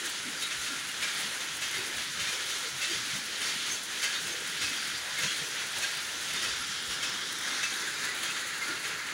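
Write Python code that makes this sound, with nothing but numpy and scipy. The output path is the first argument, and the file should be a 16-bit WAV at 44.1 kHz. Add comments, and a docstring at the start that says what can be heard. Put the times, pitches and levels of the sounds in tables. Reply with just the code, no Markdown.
"""A workshop: a big slatted warping drum winds a band of yarn at about 100 turns a minute.
Once a turn it scrapes and rings the steel frame, which knocks and clinks in between. The running gear
heaves and ticks in a slightly faster cycle, so the two drift in and out of step. Yarn and bearings
rush without a break, with stray squeaks; the slats churn the air and the frame booms softly.
Late on, the phone moves and a close surface hollows the sound."""
import sys
import numpy as np
from scipy import signal
from scipy.fft import rfft, irfft
from scipy.io import wavfile
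from scipy.ndimage import uniform_filter1d, map_coordinates

SR = 44100
rng = np.random.default_rng(int(sys.argv[2]) if len(sys.argv) > 2 else 0)


def to_wav(s):
    """Save 16-bit WAV."""
    ch = np.atleast_2d(s).T  # columns
    pcm = np.round(np.clip(ch, -1, 1) * 32767)  # PCM
    wavfile.write(sys.argv[1], SR, pcm.astype(np.int16))


N = 402633
T = np.arange(N) / SR
TURN_S, TURN_START_S, GEAR_S = .6012, .4035, .572
TICK_RISE_S = .003

# Noise spectra. Each row: frequency in Hz, relative density in dB.
AIR_SPECTRUM = [(20, -30), (36, -28), (62, -3), (85, -3), (150, 0.5), (205, -0.5), (330, 1), (500, -1),
                (700, -5.5), (1000, -2.5), (1600, -25.5)]
RUSH_SPECTRUM = [(450, -37), (800, -16.5), (1150, -9.5), (1360, -1.0), (1800, 0.5), (2600, -4),
                 (3300, -0.4), (5200, -6), (6700, -6.5), (8100, -14), (9200, -13), (9400, -7), (9600, -15),
                 (10200, -13.5), (12600, -27), (13900, -33), (15000, -26)]
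GRIND_SPECTRUM = [(300, -15), (1000, -9.5), (1400, -3), (2700, 0), (4600, -0.5), (6300, -1), (8200, -11.5),
                  (10400, -9), (13300, -34), (15500, -24)]
YARN_SPECTRUM = [(1500, -14.5), (4500, -9.5), (6500, 7.5), (8200, -1), (10000, 2.5), (11600, -0.5),
                 (12800, -17), (13900, -11), (15000, -7)]
SNAP_SPECTRUM = [(3000, -10.5), (6500, -1.5), (8200, -2), (10000, 4), (12000, -9), (13500, -14),
                 (15300, -3.5)]
SCRAPE_SPECTRUM = [(300, -13), (1000, -10), (1400, -2), (2100, 0), (2700, 0), (3550, -1), (4500, 0),
                   (5900, 1), (6900, -1), (8200, -10), (10400, -12), (13300, -33), (15500, -19)]

# Slow drift. Each row: time in seconds, base rubbing in dB, yarn hiss in dB.
MACHINE_DRIFT = [(0, -38, -53), (2.4, -36, -48.5), (3.9, -35.5, -49), (5.3, -35.5, -50), (6.2, -36.5, -49),
                 (6.8, -35.5, -66), (7.6, -34, -55), (8.2, -35, -44), (9.13, -35.5, -51)]
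# Load peaks per drum turn and gear cycle. Each row: offset in seconds, lift in dB, decay in seconds.
DRUM_LOAD_PEAKS = [(.01, 1.5, 0.058), (.25, 0.8, 0.032)]
GEAR_LOAD_PEAKS = [(.027, 3, 0.11), (.262, 1, 0.015)]
# Brief easing of the rubbing. Each row: centre in seconds, change in dB, length in seconds.
RUB_LULLS = [(0.03, -2.5, 0.045), (0.34, -2, 0.049), (1.368, -0.5, .08), (1.895, -3, .11),
             (2.128, -3, 0.071), (2.734, -5, 0.12), (3.248, -2.5, 0.12), (3.83, -5, 0.12),
             (4.397, -2, 0.083), (5.017, -3.5, .13), (5.675, -2, .08), (7.386, -2, .11), (8.485, 0, .1)]
# Frame booms. Each row: centre in seconds, pitch in Hz, relative level in dB.
FRAME_BOOMS = [(.05, 343, -44.5), (.28, 255, -45), (.575, 91, -51), (.725, 253, -44.5), (1.79, 102.3, -50),
               (1.805, 354, -42.5), (1.97, 75, -51), (2.17, 75, -53), (2.21, 130, -49), (2.66, 463, -47),
               (2.755, 141, -48), (2.93, 350, -42.5), (3.07, 306, -47.5), (2.985, 133, -47),
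               (3.155, 164, -42.5), (4.64, 89.5, -49), (5.24, 510, -48), (5.25, 984, -47),
               (5.255, 157, -43), (5.43, 150, -49), (6.51, 80, -47.5), (6.6, 68, -51), (6.9, 85, -48),
               (8.70, 320, -43.5)]
# Dry bearing tones. Each row: pitch in Hz, level in dB.
BEARING_TONES = [(2115, -66), (6335, -67), (11100, -75), (12257, -77)]
# Rubbing metal. Each row: centre in seconds, pitch in Hz, level in dB, length in seconds.
METAL_SQUEAKS = [(.452, 3790, -37.5, .075), (.72, 1378, -41, .05), (1.76, 2105, -39.5, .063),
                 (3.42, 9380, -43, .06), (3.73, 6335, -35, .052), (4.328, 6335, -41.5, .04),
                 (5.2, 2164, -39, .063), (5.85, 1610, -33.5, .063), (6.372, 3610, -38, .063),
                 (6.45, 1378, -42, .063), (6.605, 11110, -46, .063), (6.63, 1370, -41, .063),
                 (8.10, 1960, -36.5, .063), (8.635, 2116, -35.5, .055), (8.70, 1395, -37, .075)]
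# Ticks per drum turn and gear cycle. Each row: offset in seconds, level in dB.
DRUM_CYCLE_TICKS = [(.005, -45.5), (.25, -49), (.425, -61)]
GEAR_CYCLE_TICKS = [(.037, -50), (.062, -58), (.295, -48.5), (.397, -51), (.565, -47)]
# Yarn snapping over the guide. Each row: start in seconds, level in dB.
YARN_SNAPS = [(.047, -46), (.424, -36.5), (.885, -39), (1.2, -43), (1.565, -37), (3.411, -42), (3.828, -38),
              (4.034, -35.5), (4.267, -36), (4.612, -39), (5.184, -38), (5.781, -36), (6.331, -42),
              (8.045, -37), (8.232, -35)]
# Struck steel: loose parts clink, and the frame itself rings near 2.5 kHz at some scrapes. Each row: start in
# seconds, pitch in Hz, level in dB, T60 in seconds.
STEEL_CLINKS = [(.115, 4530, -43, .2), (.125, 2900, -43, .2), (.615, 6212, -41, .2), (.885, 2830, -40, .15),
                (1.025, 2379, -32.5, .19), (1.03, 5190, -38.5, .15), (1.14, 4330, -42, .22),
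                (1.195, 3510, -41, .17), (1.765, 4630, -41, .2), (2.235, 1938, -39, .2),
                (2.814, 2625, -33, .22), (2.882, 3058, -38, .2), (2.895, 4737, -38.5, .33),
                (2.92, 3220, -38.5, .2), (3.425, 5190, -40, .15), (3.447, 4680, -40, .17),
                (3.465, 5609, -39, .18), (3.485, 4447, -36, .2), (4.02, 2670, -37, .16),
                (4.035, 2089, -32, .18), (4.028, 3133, -35.5, .22), (4.033, 4737, -38, .17),
                (4.05, 4436, -37, .2), (4.075, 1658, -38, .28), (4.125, 4450, -37, .28),
                (4.145, 3714, -37, .3), (4.625, 3230, -37.5, .2), (4.637, 2584, -36, .22),
                (4.62, 5600, -39.5, .16), (4.725, 3200, -37.5, .28), (5.225, 2541, -37.5, .18),
                (5.24, 4188, -39, .2), (5.275, 3310, -37, .33), (5.39, 3240, -41, .25),
                (5.818, 2541, -40, .17), (5.962, 4737, -39.5, .22), (6.14, 6008, -39.5, .18),
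                (6.425, 4748, -38, .2), (6.445, 2575, -35.5, .22), (6.472, 4608, -38.5, .2),
                (7.033, 2575, -37, .22), (7.632, 2615, -31.5, .22), (7.63, 5986, -36, .16),
                (8.255, 3230, -37.5, .3)]
# Steel frame modes. Each row: frequency in Hz, relative level in dB, T60 in seconds.
FRAME_MODES = [(1387, -3, 0.24), (1657, -1.5, 0.23), (2120, -2.5, 0.13), (2580, 0, 0.19), (3130, -8, 0.16),
               (3260, -3, 0.25), (3760, -5, 0.13), (4390, -5, 0.22), (4715, -2, .22), (5250, -6, .15),
               (5620, -8, 0.25), (5990, -3, .18), (6100, -13, .16)]
# Knocks between scrapes. Each row: start in seconds, level in dB, decay in seconds.
FRAME_KNOCKS = [(.505, -35, 0.079), (.66, -37, .05), (1.075, -38, .02), (1.4, -37, .05), (1.74, -37, .03),
                (1.975, -39, 0.056), (2.268, -41, .025), (2.485, -38.5, 0.07), (3.1, -37, 0.044),
                (3.148, -41, .025), (3.585, -44, 0.028), (3.685, -37, .045), (4.49, -39, .025),
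                (4.675, -40, 0.016), (4.725, -45, .025), (5.18, -34, 0.035), (5.5, -42, .08),
                (6.3, -35, .03), (6.357, -34.5, 0.028), (6.891, -44, .03), (7.44, -41, .03),
                (7.545, -38, .05), (7.702, -38, .025), (8.08, -42, .03), (8.361, -35, 0.034),
                (8.68, -36.5, 0.041)]
# One scrape a turn. Each row: start in seconds, level in dB, rise in seconds, decay in seconds.
DRUM_SCRAPES = [(.406, -35.5, 0.023, .025), (1.013, -30, 0.016, 0.04), (1.612, -33, 0.0083, 0.057),
                (2.192, -32.5, 0.007, 0.092), (2.809, -31, .006, 0.1), (3.408, -33.5, 0.0073, 0.065),
                (4.014, -28, 0.023, 0.038), (4.6, -33, .026, 0.04), (5.215, -31.5, .014, 0.059),
                (5.798, -33, 0.036, 0.049), (6.406, -32, 0.027, 0.043), (7.012, -33.5, 0.022, 0.055),
                (7.628, -30, 0.0034, .032), (8.222, -31, 0.01, 0.035), (8.835, -33.5, 0.01, .04)]
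# Hard surfaces near the phone. Each row: time in seconds, echo lag in ms, signed echo gain,
# treble relative to bass in dB.
SURFACE_ECHO = [(0, .11, 0.13, 0.5), (1.3, 0.09, 0.13, 0), (2.1, 0.097, 0.026, 0),
                (6.1, 0.55, 0.0061, -0.5), (6.5, 0.47, -0.13, 0), (7.1, 0.47, -0.13, -1.5),
                (7.6, 0.41, -0.1, -2.3), (8.0, 0.34, -0.16, -2.5), (8.4, 0.35, -0.17, -3),
                (9.13, 0.35, -0.067, -5.5)]
# Dips cut by the close surface. Each row: time in seconds, dip in Hz, depth 0-1, upper dip depth 0-1.
SURFACE_DIPS = [(6.2, 2400, 0, 0.1), (6.7, 2550, .25, 0), (7.05, 2480, 0.34, 0), (7.4, 2760, 0.5, 0),
                (7.8, 2970, .3, 0), (8.2, 3170, .1, .3), (8.7, 3300, .2, 0.27), (9.13, 3400, 0.4, .3)]


def undb(db):
    """Decibels to gain."""
    return 10 ** (np.asarray(db) / 20)


def unit(x):
    """Scale to rms 1."""
    return x / np.sqrt(np.mean(x ** 2))


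def lowpass(x, order, hz):
    """Zero-phase low-pass."""
    return signal.sosfiltfilt(signal.butter(order, hz, fs=SR, output="sos"), x)


def band(x, hz, width_hz):
    """Band-pass around a moving centre."""
    carrier = np.exp(2j * np.pi * np.cumsum(hz) / SR)
    return 2 * np.real(carrier * lowpass(x / carrier, 1, width_hz / 2))


def curves(table):
    """Table columns, interpolated over time."""
    times_s, *columns = np.transpose(table)
    return [np.interp(T, times_s, column) for column in columns]


def walk(rate_hz):
    """Smoothed random steps; spread near 1."""
    hold = int(SR / rate_hz)
    steps = np.repeat(rng.standard_normal(N // hold + 2), hold)[rng.integers(hold):][:N]
    return 1.3 * uniform_filter1d(uniform_filter1d(steps, hold), hold)


def colour(x, spectrum):
    """Filter by (Hz, dB) points; rms 1."""
    hz, db = np.transpose(spectrum)
    bins_hz = np.arange(N // 2 + 1) * SR / N + 1
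    gain = undb(np.interp(np.log(bins_hz), np.log(hz), db))
    return unit(irfft(rfft(x) * gain, N))


def noise(spectrum):
    """Coloured noise; rms 1."""
    return colour(rng.standard_normal(N), spectrum)


def flicker(x, low_hz, high_hz, depth_db, rate_hz, count):
    """Overlapping bands rise and fall independently; rms 1."""
    bins_hz = np.arange(N // 2 + 1) * SR / N + 1
    position = np.interp(np.log(bins_hz), np.log([low_hz, high_hz]), [0, count - 1])
    spectrum = rfft(x)
    bands = (irfft(spectrum * np.maximum(1 - np.abs(position - k), 0), N) for k in range(count))
    return unit(sum(part * undb(depth_db * walk(rate_hz)) for part in bands))


def wavering_tone(hz, bend, rate_hz):
    """Sine whose pitch wanders by the fraction bend."""
    return np.sin(2 * np.pi * np.cumsum(hz * (1 + bend * walk(rate_hz))) / SR)


def stroke(t, rise_s, decay_s):
    """Linear rise from t = 0, exponential fall."""
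    return np.clip(t / rise_s, 0, 1) * np.exp(-np.maximum(t - rise_s, 0) / decay_s)


def cycles(drum_rows, gear_rows):
    """Rows with each offset replaced by the time since it last came round."""
    drum = [((T - TURN_START_S - s) % TURN_S, *rest) for s, *rest in drum_rows]
    gear = [((T - s) % GEAR_S, *rest) for s, *rest in gear_rows]
    return drum + gear


def slips(per_s, spread_db):
    """Tiny friction slips of uneven size; rms 1."""
    impulses = (rng.random(N) < per_s / SR) * rng.choice([-1, 1], N)
    return unit(impulses * undb(spread_db * rng.standard_normal(N)))


def swells(rows, wander_hz, rough):
    """Narrow resonances swell and die: part tone, part rasp."""
    out = np.zeros(N)
    phase_drift = np.cumsum(wander_hz * walk(90)) / SR
    flutter = np.sqrt(1 - rough) + np.sqrt(rough / 2) * (walk(170) + 1j * walk(170))
    for centre_s, hz, db, length_s in rows:
        near = np.abs(T - centre_s) < 2 * length_s
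        t = T[near] - centre_s
        tone = np.sqrt(2) * np.imag(flutter[near] * np.exp(2j * np.pi * (hz * t + phase_drift[near])))
        out[near] += undb(db) * np.exp(-(2 * t / length_s) ** 2) * tone
    return out


def rings(rows, max_split_hz=56, twin_gain=.51, rise_s=.0044):
    """Struck steel: each fading tone beats with a weaker neighbour."""
    out, t = np.zeros(N + SR), T[:SR // 4]
    attack = 1 - np.exp(-t / rise_s)
    for start_s, hz, db, t60_s in rows:
        phase, twin_phase, split = rng.random(3)
        twin_hz = hz + max_split_hz * (2 * split - 1)
        tone = np.sin(2 * np.pi * (hz * t + phase))
        twin = twin_gain * np.sin(2 * np.pi * (twin_hz * t + twin_phase))
        i = min(int(start_s * SR), N - 1)
        out[i:i + len(t)] += np.sqrt(2) * (tone + twin) * attack * undb(db - 60 * t / t60_s)
    return out[:N]


def rubbing():
    """Rubbing strength in dB: drum and gear heaves add in power, with brief lulls."""
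    heaves = sum((undb(db) ** 2 - 1) * stroke(t, .021, decay_s)
                 for t, db, decay_s in cycles(DRUM_LOAD_PEAKS, GEAR_LOAD_PEAKS))
    lulls_db = sum(db * np.exp(-(2 * (T - s) / length_s) ** 2) for s, db, length_s in RUB_LULLS)
    base_db, _ = curves(MACHINE_DRIFT)
    return base_db + 10 * np.log10(1 + heaves) + lulls_db + .51 * walk(18)


def churned_air(load_db):
    """Slats churn the air: a low roar that heaves with the load, its deepest part in puffs."""
    air = flicker(noise(AIR_SPECTRUM), 66, 690, depth_db=2.5, rate_hz=13, count=6)
    puffs = lowpass(air, 2, hz=90) * (undb(2.1 * walk(6.6) - 3.5) - 1)
    return (air + puffs) * undb(-50 + .34 * load_db)


def frame_booms(low_hz=109.6, high_hz=480, length_s=.065):
    """The frame booms softly, with a few fainter strays at random."""
    strays = [(when * N / SR, low_hz * (high_hz / low_hz) ** pitch, -50 - 5 * size)
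              for when, pitch, size in rng.random((8, 3))]
    rows = [(*row, length_s) for row in FRAME_BOOMS + strays]
    return undb(-2.5) * swells(rows, wander_hz=25.1, rough=.56)


def bearing():
    """A dry bearing sings faintly and unsteadily."""
    return sum(undb(db + 3.2 * walk(13)) * np.sqrt(2) * wavering_tone(hz, bend=.00593, rate_hz=150)
               for hz, db in BEARING_TONES)


def rush(load_db):
    """Threads and bearings rub nonstop; high load adds brighter, stuttering grinding."""
    steady = flicker(noise(RUSH_SPECTRUM), 1080, 9000, depth_db=1.02, rate_hz=22, count=7)
    grinding = noise(GRIND_SPECTRUM) * undb(-46 + 1.66 * load_db + 2.7 * walk(40))
    return steady * undb(-35.5 + .62 * load_db + .5 * walk(25)) + grinding


def squeaks():
    """Rubbing metal squeaks briefly."""
    return swells(METAL_SQUEAKS, wander_hz=25.97, rough=.38)


def yarn_hiss():
    """Yarn hisses through reed and guide; ticks come round with drum and gear."""
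    ticks = sum(undb(db) * stroke(t, TICK_RISE_S, decay_s=.018)
                for t, db in cycles(DRUM_CYCLE_TICKS, GEAR_CYCLE_TICKS))
    _, hiss_db = curves(MACHINE_DRIFT)
    envelope = undb(hiss_db + 2 * walk(45)) + ticks * undb(2.1 * walk(16))
    return envelope * noise(YARN_SPECTRUM)


def yarn_snaps(load_db, rise_s=.005, decay_s=.008, crackle_per_s=36):
    """Taut threads jump on the guide: sharp ticks over a crackle that follows the load."""
    sharp = sum(undb(db) * stroke(T - s, rise_s, decay_s) for s, db in YARN_SNAPS)
    jumps = np.abs(slips(crackle_per_s, spread_db=3.5)) * np.sqrt(crackle_per_s / SR)
    crackle = signal.fftconvolve(jumps, stroke(T[:SR // 10], rise_s, decay_s))[:N]
    return (sharp + undb(load_db - 47.5) * crackle) * noise(SNAP_SPECTRUM)


def clinks(starts_s, rub_db):
    """Small steel parts of random pitch, size and damping; louder under hard rubbing."""
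    pitch, smallness, sustain = rng.random((len(starts_s), 3)).T
    hz = 1900 + 3500 * pitch
    db = np.interp(starts_s, T, rub_db) - 3.5 - 12 * smallness - 3 * pitch
    t60_s = .087 + .15 * sustain
    return rings(zip(starts_s, hz, db, t60_s))


def jingle(rub_db, count=260):
    """Loose parts shake all the time."""
    return clinks(rng.random(count) * N / SR, rub_db)


def clank(rub_db, per_scrape=6):
    """Each scrape shakes out a flurry of clinks."""
    starts_s = np.repeat([s for s, *_ in DRUM_SCRAPES], per_scrape)
    lags_s = .0087 + rng.exponential(.05, len(starts_s))
    return clinks(starts_s + lags_s, rub_db)


def frame_singing(force, rub_db):
    """Rubbing sustains the frame's modes; the moving contact feeds each unevenly and bends its pitch."""
    drive = undb(-19.5) * force + undb(rub_db - 23)
    out = np.zeros(N)
    for hz, db, t60_s in FRAME_MODES:
        pole = np.exp(-np.log(1000) / t60_s / SR)
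        push = drive * undb(4.8 * walk(3.09)) * rng.standard_normal(N)
        amplitude = np.sqrt(1 - pole ** 2) * signal.lfilter([1], [1, -pole], push)
        out += undb(db) * amplitude * wavering_tone(hz, bend=.006, rate_hz=6)
    return out


def frame_strikes(ring_db=-14.5, scatter_db=2.5):
    """Each scrape and knock strikes all frame modes in a new mix."""
    blows = [(s + rise_s / 2, db) for s, db, rise_s, _ in DRUM_SCRAPES]
    blows += [(s, db) for s, db, _ in FRAME_KNOCKS]
    rows = []
    for start_s, blow_db in blows:
        for hz, mode_db, t60_s in FRAME_MODES:
            size, bend = rng.standard_normal(2)
            db = blow_db + mode_db + ring_db + scatter_db * size
            rows.append((start_s, hz * (1 + .0073 * bend), db, t60_s))
    return rings(rows)


def clack(relative_db=-12, lag_s=.0037):
    """One crisp snap just after each scrape's peak, scaled to it."""
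    envelope = sum(undb(db + relative_db) * stroke(T - s - rise_s - lag_s, TICK_RISE_S, decay_s=.008)
                   for s, db, rise_s, _ in DRUM_SCRAPES)
    return envelope * noise(YARN_SPECTRUM)


def contact_force():
    """Once a turn the drum bears on its rubbing spot, chatters and lets go; the frame knocks between."""
    scrapes = sum(undb(db) * stroke(T - s, rise_s, decay_s) for s, db, rise_s, decay_s in DRUM_SCRAPES)
    knocks = sum(undb(db) * stroke(T - s, .005, decay_s) for s, db, decay_s in FRAME_KNOCKS)
    return (scrapes + knocks) * undb(walk(110))


def drum_scrape(force, blur_s=.0043):
    """Chattering slips, blurred by first reflections off drum and walls."""
    t = T[:SR // 20]
    reflections = rng.standard_normal(len(t)) * np.exp(-t / blur_s)
    chatter = signal.fftconvolve(slips(per_s=9000, spread_db=2), reflections)[:N]
    return force * colour(chatter, SCRAPE_SPECTRUM)


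def surface_echo(x):
    """A very short echo combs the sound as the phone shifts; the balance tilts away from the treble."""
    lag_ms, echo_gain, treble_db = curves(SURFACE_ECHO)
    low = lowpass(x, 4, hz=2800)
    tilted = (low + undb(treble_db) * (x - low)) * undb(-.35 * treble_db)
    return tilted + echo_gain * map_coordinates(tilted, [(T - lag_ms / 1000) * SR], order=3)


def surface_hollow(x, width_hz=710):
    """The phone nears a surface: a dip and a resonance above it climb, then a higher dip opens."""
    dip_hz, depth, upper_depth = curves(SURFACE_DIPS)
    dip = band(x, dip_hz, width_hz)
    resonance = .42 * band(x, 1.29 * dip_hz, width_hz)
    upper_dip = band(x, np.full(N, 5300), width_hz=990)
    return x + depth * (resonance - dip) - upper_depth * upper_dip


def scene():
    """The whole machine, same in both channels."""
    rub_db = rubbing()
    load_db = rub_db - np.mean(rub_db)
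    force = contact_force()
    metal = frame_singing(force, rub_db) + frame_strikes() + jingle(rub_db) + clank(rub_db) + bearing()
    rung_metal = rings(STEEL_CLINKS) + squeaks()
    friction = rush(load_db) + drum_scrape(force) + clack() + yarn_hiss() + yarn_snaps(load_db)
    roar = churned_air(load_db) + frame_booms()
    machine = surface_hollow(surface_echo(friction + metal)) + rung_metal + roar
    return np.array([machine, machine])


def record(dry):
    """The phone cuts below 45 Hz and above 15750 Hz."""
    thin = signal.sosfilt(signal.butter(2, 45, "highpass", fs=SR, output="sos"), dry)
    return signal.sosfilt(signal.ellip(10, .2, 70, 15750, fs=SR, output="sos"), thin)


dry = scene()
out = record(dry)
to_wav(out)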